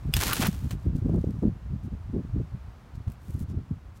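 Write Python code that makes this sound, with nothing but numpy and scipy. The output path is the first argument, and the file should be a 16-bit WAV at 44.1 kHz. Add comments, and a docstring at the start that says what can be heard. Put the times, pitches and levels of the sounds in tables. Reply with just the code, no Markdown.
"""Wind buffets the microphone over a distant outdoor hum; a folding umbrella opens at arm's length.
Its steel catch snaps and rings, the ribs clatter, the shaft shoots out against its stop, and the
nylon rustles, flaps and thumps taut. Then gusts and single eddies keep knocking on the microphone,
the canopy brushes softly as it is raised, and the frame gives a few faint ticks."""
import sys
import numpy as np
from scipy import signal
from scipy.fft import rfft, irfft
from scipy.io import wavfile
from scipy.ndimage import uniform_filter1d, map_coordinates

SR = 44100
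rng = np.random.default_rng(int(sys.argv[2]) if len(sys.argv) > 2 else 0)


def transcribe(signal):
    """Save signal, clipped to [-1, 1], as a 16-bit WAV file at the path in sys.argv[1]."""
    frames = np.atleast_2d(signal).T
    limited = np.clip(frames, -1, 1)
    pcm = np.round(limited * 32767).astype(np.int16)
    wavfile.write(sys.argv[1], SR, pcm)


N = 176400
TIME = np.arange(N) / SR
FREQ = np.maximum(np.arange(N // 2 + 1) * SR / N, 1)


def undb(db):
    """Decibels to gain."""
    return 10 ** (np.asarray(db) / 20)


def unit(x):
    """Scale to rms 1."""
    return x / np.sqrt(np.mean(x ** 2))


def noise():
    """White noise."""
    return rng.standard_normal(N)


def shape(x, gain):
    """Filter by a gain per frequency, then scale to rms 1."""
    return unit(irfft(rfft(x) * gain, N))


def colour(points, tilt_db=0):
    """Gain per frequency from (f/Hz, level/dB) points, tilted per octave."""
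    hz, db = np.array(points).T
    return undb(np.interp(np.log(FREQ), np.log(hz), db) + tilt_db * np.log2(FREQ))


def curve(points):
    """Gain over time from (t/s, level/dB) points."""
    return undb(np.interp(TIME, *np.array(points).T))


def wander(hz):
    """Random drift of rms 1, mostly slower than hz."""
    return shape(noise(), 1 / (1 + (FREQ / hz) ** 2) ** 2)


def swell(start, length, attack_s, release_s):
    """Smooth rise, hold, exponential release."""
    rise = np.sin(np.pi / 2 * np.clip((TIME - start) / attack_s + .5, 0, 1)) ** 2
    return rise * np.exp(-np.clip((TIME - start - length) / release_s, 0, 20))


def arch(start, length):
    """Half a sine from start over length."""
    return np.sin(np.pi * np.clip((TIME - start) / length, 0, 1))


def strike(start, t60, contact_s=0.00046):
    """Envelope of a blow: a rise over the contact time, then exponential decay."""
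    rise = np.clip((TIME - start) / contact_s, 0, 1)
    return rise * np.exp(-np.log(1000) * np.clip((TIME - start) / t60, 0, 2))


# spectrum of the far background: f/Hz, relative level/dB
HUM_SPECTRUM = [(40, 4.5), (200, 10), (450, 0.5), (750, 1.5), (1200, 0), (2000, -8), (3500, -14.5),
                (6000, -19.5), (10000, -26.5), (15500, -28.5)]
# its strength at the microphone: t/s, level/dB
HUM_LEVEL = [(0, -53.5), (1.7, -56), (2.6, -55), (4, -57.5)]


def distant_hum():
    """Open air: a smooth, far-off hum that sinks slightly."""
    return shape(noise(), colour(HUM_SPECTRUM)) * curve(HUM_LEVEL)


# weak breeze at the microphone: t/s, level/dB
BREEZE_LEVEL = [(0, -35.5), (1.6, -38), (2.66, -39.5), (2.78, -49.5), (3.45, -42.5), (3.85, -47.5)]
# gusts right on the microphone: t/s, length/s, level/dB, upper edge f/Hz
MIC_GUSTS = [(0.052, 0.048, -28.5, 209.3), (0.139, 0.061, -25.5, 149), (0.426, 0.0502, -29.5, 208.2),
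             (0.621, 0.056, -28, 175), (0.706, 0.072, -31.5, 161.6), (0.853, 0.056, -24, 214.8),
             (0.921, .07, -27.5, 239.3), (1.018, 0.1, -25, 273), (1.113, 0.095, -23.5, 296.3),
             (1.26, 0.05, -27.5, 265.2), (1.334, 0.064, -33.5, 216.4), (1.421, 0.061, -25, 378),
             (1.699, 0.065, -30, 178.4), (1.833, 0.0479, -34, 200.9), (1.907, 0.047, -34, 217.2),
             (2.13, 0.075, -29.5, 309.5), (2.359, 0.072, -28, 189.7), (2.936, 0.083, -37.5, 121.6),
             (3.282, 0.028, -34, 181), (3.473, 0.14, -33.5, 206)]
BREEZE_EDGE_HZ, WAKE_EDGE_HZ, WIND_ATTACK_S = 115.54, 186.3, 0.0125


def wind(swell_db=3, crest_db=3.5, crest_octaves=.25, wake_db=-9, flurry_octaves=0.3):
    """Breeze and gusts on the microphone, loudest and brightest at each crest; buffets trail a wake."""
    power = (curve(BREEZE_LEVEL) * undb(swell_db * wander(hz=13.32))) ** 2
    weighted_edge = power * BREEZE_EDGE_HZ
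    for start, length, db, hz in MIC_GUSTS:
        crest = arch(start, length) - 2 / np.pi
        gust = (undb(db + crest_db * crest) * swell(start, length, WIND_ATTACK_S, release_s=.011)) ** 2
        power += gust
        weighted_edge += gust * hz * 2 ** (crest_octaves * crest)
    for start, db, _ in MIC_BUFFETS:
        wake = (undb(db + wake_db) * swell(start, 0, WIND_ATTACK_S, release_s=.032)) ** 2
        power += wake
        weighted_edge += wake * WAKE_EDGE_HZ
    flurries = 2 ** (flurry_octaves * wander(hz=57.9))
    return turbulence(weighted_edge / power * flurries) * np.sqrt(power)


def turbulence(edge_hz, tilt_db=-2.5, edge_order=3.52, low_hz=49.8, low_order=4.6, even_s=0.042):
    """Eddies of even strength carried past the microphone; faster air raises their upper edge."""
    lowpass = 1 / np.sqrt(1 + (FREQ / BREEZE_EDGE_HZ) ** (2 * edge_order))
    highpass = 1 / np.sqrt(1 + (low_hz / FREQ) ** (2 * low_order))
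    air = shape(noise(), undb(tilt_db * np.log2(FREQ)) * lowpass)
    travel = np.cumsum(edge_hz / BREEZE_EDGE_HZ)
    passing = map_coordinates(air, [travel], order=3, mode="grid-wrap")
    end_fades = np.clip(np.minimum(TIME, TIME[-1] - TIME) / WIND_ATTACK_S, 0, 1)
    rumble = shape(passing * end_fades, highpass)
    window = int(even_s * SR)
    local_power = uniform_filter1d(uniform_filter1d(rumble ** 2, window), window // 2)
    return rumble / np.sqrt(local_power)


def creases(per_s, spread_db=4.5, hiss_db=-0.5):
    """Tiny snaps of uneven size over the smooth hiss of sliding cloth."""
    size = undb(spread_db * np.minimum(rng.exponential(size=N), 5))
    snaps = (rng.random(N) < per_s / SR) * size * np.sign(noise())
    return unit(snaps) + undb(hiss_db) * noise()


# spectrum of the nylon rustle, coloured by the microphone: f/Hz, relative level/dB
RUSTLE_SPECTRUM = [(250, 9.5), (500, -0.5), (1500, 0.5), (3200, -0.5), (4900, -3), (6500, -3), (9500, -4.5),
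                   (10400, -7.5), (11200, -4), (15500, -8.5)]
# rustle of the opening canopy: t/s, level/dB
RUSTLE_LEVEL = [(.12, -66.5), (.143, -37), (.197, -35.5), (.22, -29.5), (.25, -30.5), (.29, -30),
                (.32, -36), (.345, -32), (.40, -33.5), (.42, -29.5), (.447, -38.5), (.47, -33.5),
                (.497, -46.5), (.58, -54), (.68, -57.5), (.728, -50), (.80, -86.5)]
# panels flapping out: t/s, length/s, level/dB, resonance f/Hz, bandwidth/Hz
PANEL_FLAPS = [(0.225, 0.0051, -28, 1140, 806), (0.289, 0.022, -35.5, 1370, 700),
               (0.309, 0.009, -28.5, 1440, 220), (0.322, 0.012, -33, 1180, 700),
               (0.408, 0.016, -35, 1100, 1200), (0.425, 0.012, -26.5, 770, 1100),
               (0.445, 0.03, -33, 1070, 895)]


def canopy_unfolding(creases_per_s=2400, flutter_db=0.6):
    """The nylon rustles at arm's length; each panel flaps out with a resonance of its own."""
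    rustle = shape(creases(creases_per_s), colour(RUSTLE_SPECTRUM))
    out = rustle * curve(RUSTLE_LEVEL) * undb(flutter_db * wander(hz=122))
    cloth = creases(creases_per_s)
    for start, length, db, hz, width in PANEL_FLAPS:
        resonance = 1 / (1 + 1j * hz / width * (FREQ / hz - hz / FREQ))
        envelope = swell(start, length, attack_s=0.0028, release_s=0.0035)
        out += undb(db) * shape(cloth, resonance) * envelope
    return out


# spectrum of a frame knock, coloured by the microphone: f/Hz, relative level/dB
KNOCK_SPECTRUM = [(250, -7.5), (550, -8), (1600, -5.5), (2300, -8), (3400, -7.5), (5000, -15.5),
                  (6500, -12.5), (10300, -17.5), (15500, -16.5)]


def struck_steel(blows, modes, crack_t60_s, crack_db=-2.5):
    """Each blow gives a short crack and rings the modes of a steel part."""
    modes_rms = np.sqrt(sum(undb(db) ** 2 for _, db, _ in modes) / 2)
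    out = np.zeros(N)
    for start, db in blows:
        ring = np.zeros(N)
        for hz, mode_db, t60 in modes:
            phase = 2 * np.pi * (hz * (TIME - start) + rng.random())
            ring += undb(mode_db) * strike(start, t60) * np.sin(phase)
        crack = shape(noise(), colour(KNOCK_SPECTRUM)) * strike(start, crack_t60_s)
        out += undb(db) * (ring / modes_rms + undb(crack_db) * crack)
    return out


# release and rebound of the catch: t/s, level/dB
CATCH_BLOWS = [(.1383, -15), (.1404, -25)]
# its steel modes: f/Hz, relative level/dB, t60/s
CATCH_RING = [(2530, -0.5, 0.016), (2840, 5.5, 0.0093), (3420, 4, 0.02), (5040, -0.5, 0.024),
              (8650, 1, 0.012), (12930, 0, 0.018)]


def catch():
    """The catch lets go and rebounds, an arm's length from the microphone."""
    return struck_steel(CATCH_BLOWS, CATCH_RING, crack_t60_s=0.0081)


# rib joints knocking close by: t/s, level/dB, t60/s, tilt/(dB per octave)
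RIB_KNOCKS = [(0.166, -20.5, 0.041, 1.5), (0.2108, -22, 0.019, 1), (0.2352, -10.5, 0.0056, 0.5),
              (0.295, -21.5, 0.006, -2), (0.3677, -28, 0.052, -2), (0.3932, -26, 0.013, -4.5),
              (0.4299, -16, 0.027, -4), (.4690, -17, 0.018, 12), (0.708, -33, 0.052, -0.5),
              (0.7119, -29, 0.011, -8.5), (3.079, -41.5, 0.019, -3), (3.119, -48, 0.021, 4.5),
              (3.165, -49, 0.015, -8)]


def ribs():
    """Loose joints knock as the frame spreads and settles, and tick faintly as it is moved."""
    return sum(undb(db) * strike(start, t60) * shape(noise(), colour(KNOCK_SPECTRUM, tilt))
               for start, db, t60, tilt in RIB_KNOCKS)


# shaft hitting its stop: t/s, level/dB
SHAFT_BLOWS = [(.3312, -15.5), (.3345, -21.5)]
# its tube modes: f/Hz, relative level/dB, t60/s
SHAFT_RING = [(1204, -6, 0.071), (1477, 8, 0.016), (2920, 2, 0.018), (4070, 2, 0.015), (11130, -4.5, 0.05),
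              (15000, 9, .014)]


def shaft():
    """The tubes shoot out and ring as they reach their stop."""
    return struck_steel(SHAFT_BLOWS, SHAFT_RING, crack_t60_s=0.011)


def puffs(events, width_cycles, ragged_octaves=0.39):
    """Brief swings of air pressure with sharp crests, their pitch made ragged by the uneven flow."""
    flow_time = np.cumsum(2 ** (ragged_octaves * wander(hz=272))) / SR
    out = np.zeros(N)
    for time, db, hz in events:
        cycles = (flow_time - np.interp(time, TIME, flow_time)) * hz
        envelope = 1 / np.cosh(np.clip(cycles / width_cycles, -20, 20))
        out += undb(db) * envelope * np.sin(2 * np.pi * (cycles + rng.random()))
    return out


# thumps of the canopy close by: t/s, peak level/dB, f/Hz
CANOPY_THUMPS = [(0.401, -16.5, 211), (0.49, -13.5, 177)]


def canopy_taut():
    """The canopy shoves air at the microphone as it fills and pulls taut."""
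    return puffs(CANOPY_THUMPS, width_cycles=0.66)


# soft strokes on the open canopy: t/s, length/s, level/dB, band centre f/Hz
CLOTH_STROKES = [(0.756, 0.15, -67.5, 6425), (0.935, 0.078, -66.5, 8500), (0.946, 0.6, -69, 6340),
                 (1.819, 0.063, -66.5, 7000), (2.938, 0.039, -65, 4000), (3.071, 0.092, -67, 10850),
                 (3.183, 0.27, -62, 12050), (3.384, 0.063, -59, 11180), (3.476, 0.058, -63, 4910),
                 (3.942, 0.05, -65, 7160)]


def canopy_brushing(width_octaves=1):
    """The cloth brushes as it is raised; each stroke swells and dies away with its own brightness."""
    cloth = shape(creases(per_s=380), colour(RUSTLE_SPECTRUM))
    out = np.zeros(N)
    for start, length, db, hz in CLOTH_STROKES:
        band = 1 / np.hypot(1, np.log2(FREQ / hz) / width_octaves)
        out += undb(db) * arch(start, length) * shape(cloth, band)
    return out


# single eddies right on the microphone: t/s, peak level/dB, f/Hz
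MIC_BUFFETS = [(.865, -20.5, 214), (1.243, -18, 323), (1.454, -13, 279.8), (1.482, -18, 219.6),
               (2.144, -22.5, 207), (2.165, -22.5, 280), (2.25, -28, 220.1), (2.34, -19.5, 99.9),
               (2.363, -19.5, 209.4), (2.401, -24, 253), (2.543, -25.5, 111.8), (3.078, -21.5, 90),
               (3.349, -21, 75), (3.413, -23.5, 248.3), (3.428, -24.5, 63), (3.573, -20, 78),
               (3.713, -19, 149.6)]


def buffets():
    """Each eddy lands on the microphone as one low knock; wind() plays its wake."""
    return puffs(MIC_BUFFETS, width_cycles=0.46)


def scene():
    """One microphone outdoors: the umbrella at arm's length, wind on the capsule, hum far off."""
    umbrella = catch() + shaft() + ribs() + canopy_unfolding() + canopy_brushing() + canopy_taut()
    return (umbrella + buffets() + wind() + distant_hum())[None]


def record(dry, top_hz=15800):
    """The recorder cuts the top steeply."""
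    return signal.sosfilt(signal.ellip(10, .2, 80, top_hz, fs=SR, output="sos"), dry)


dry = scene()
out = record(dry)
transcribe(out)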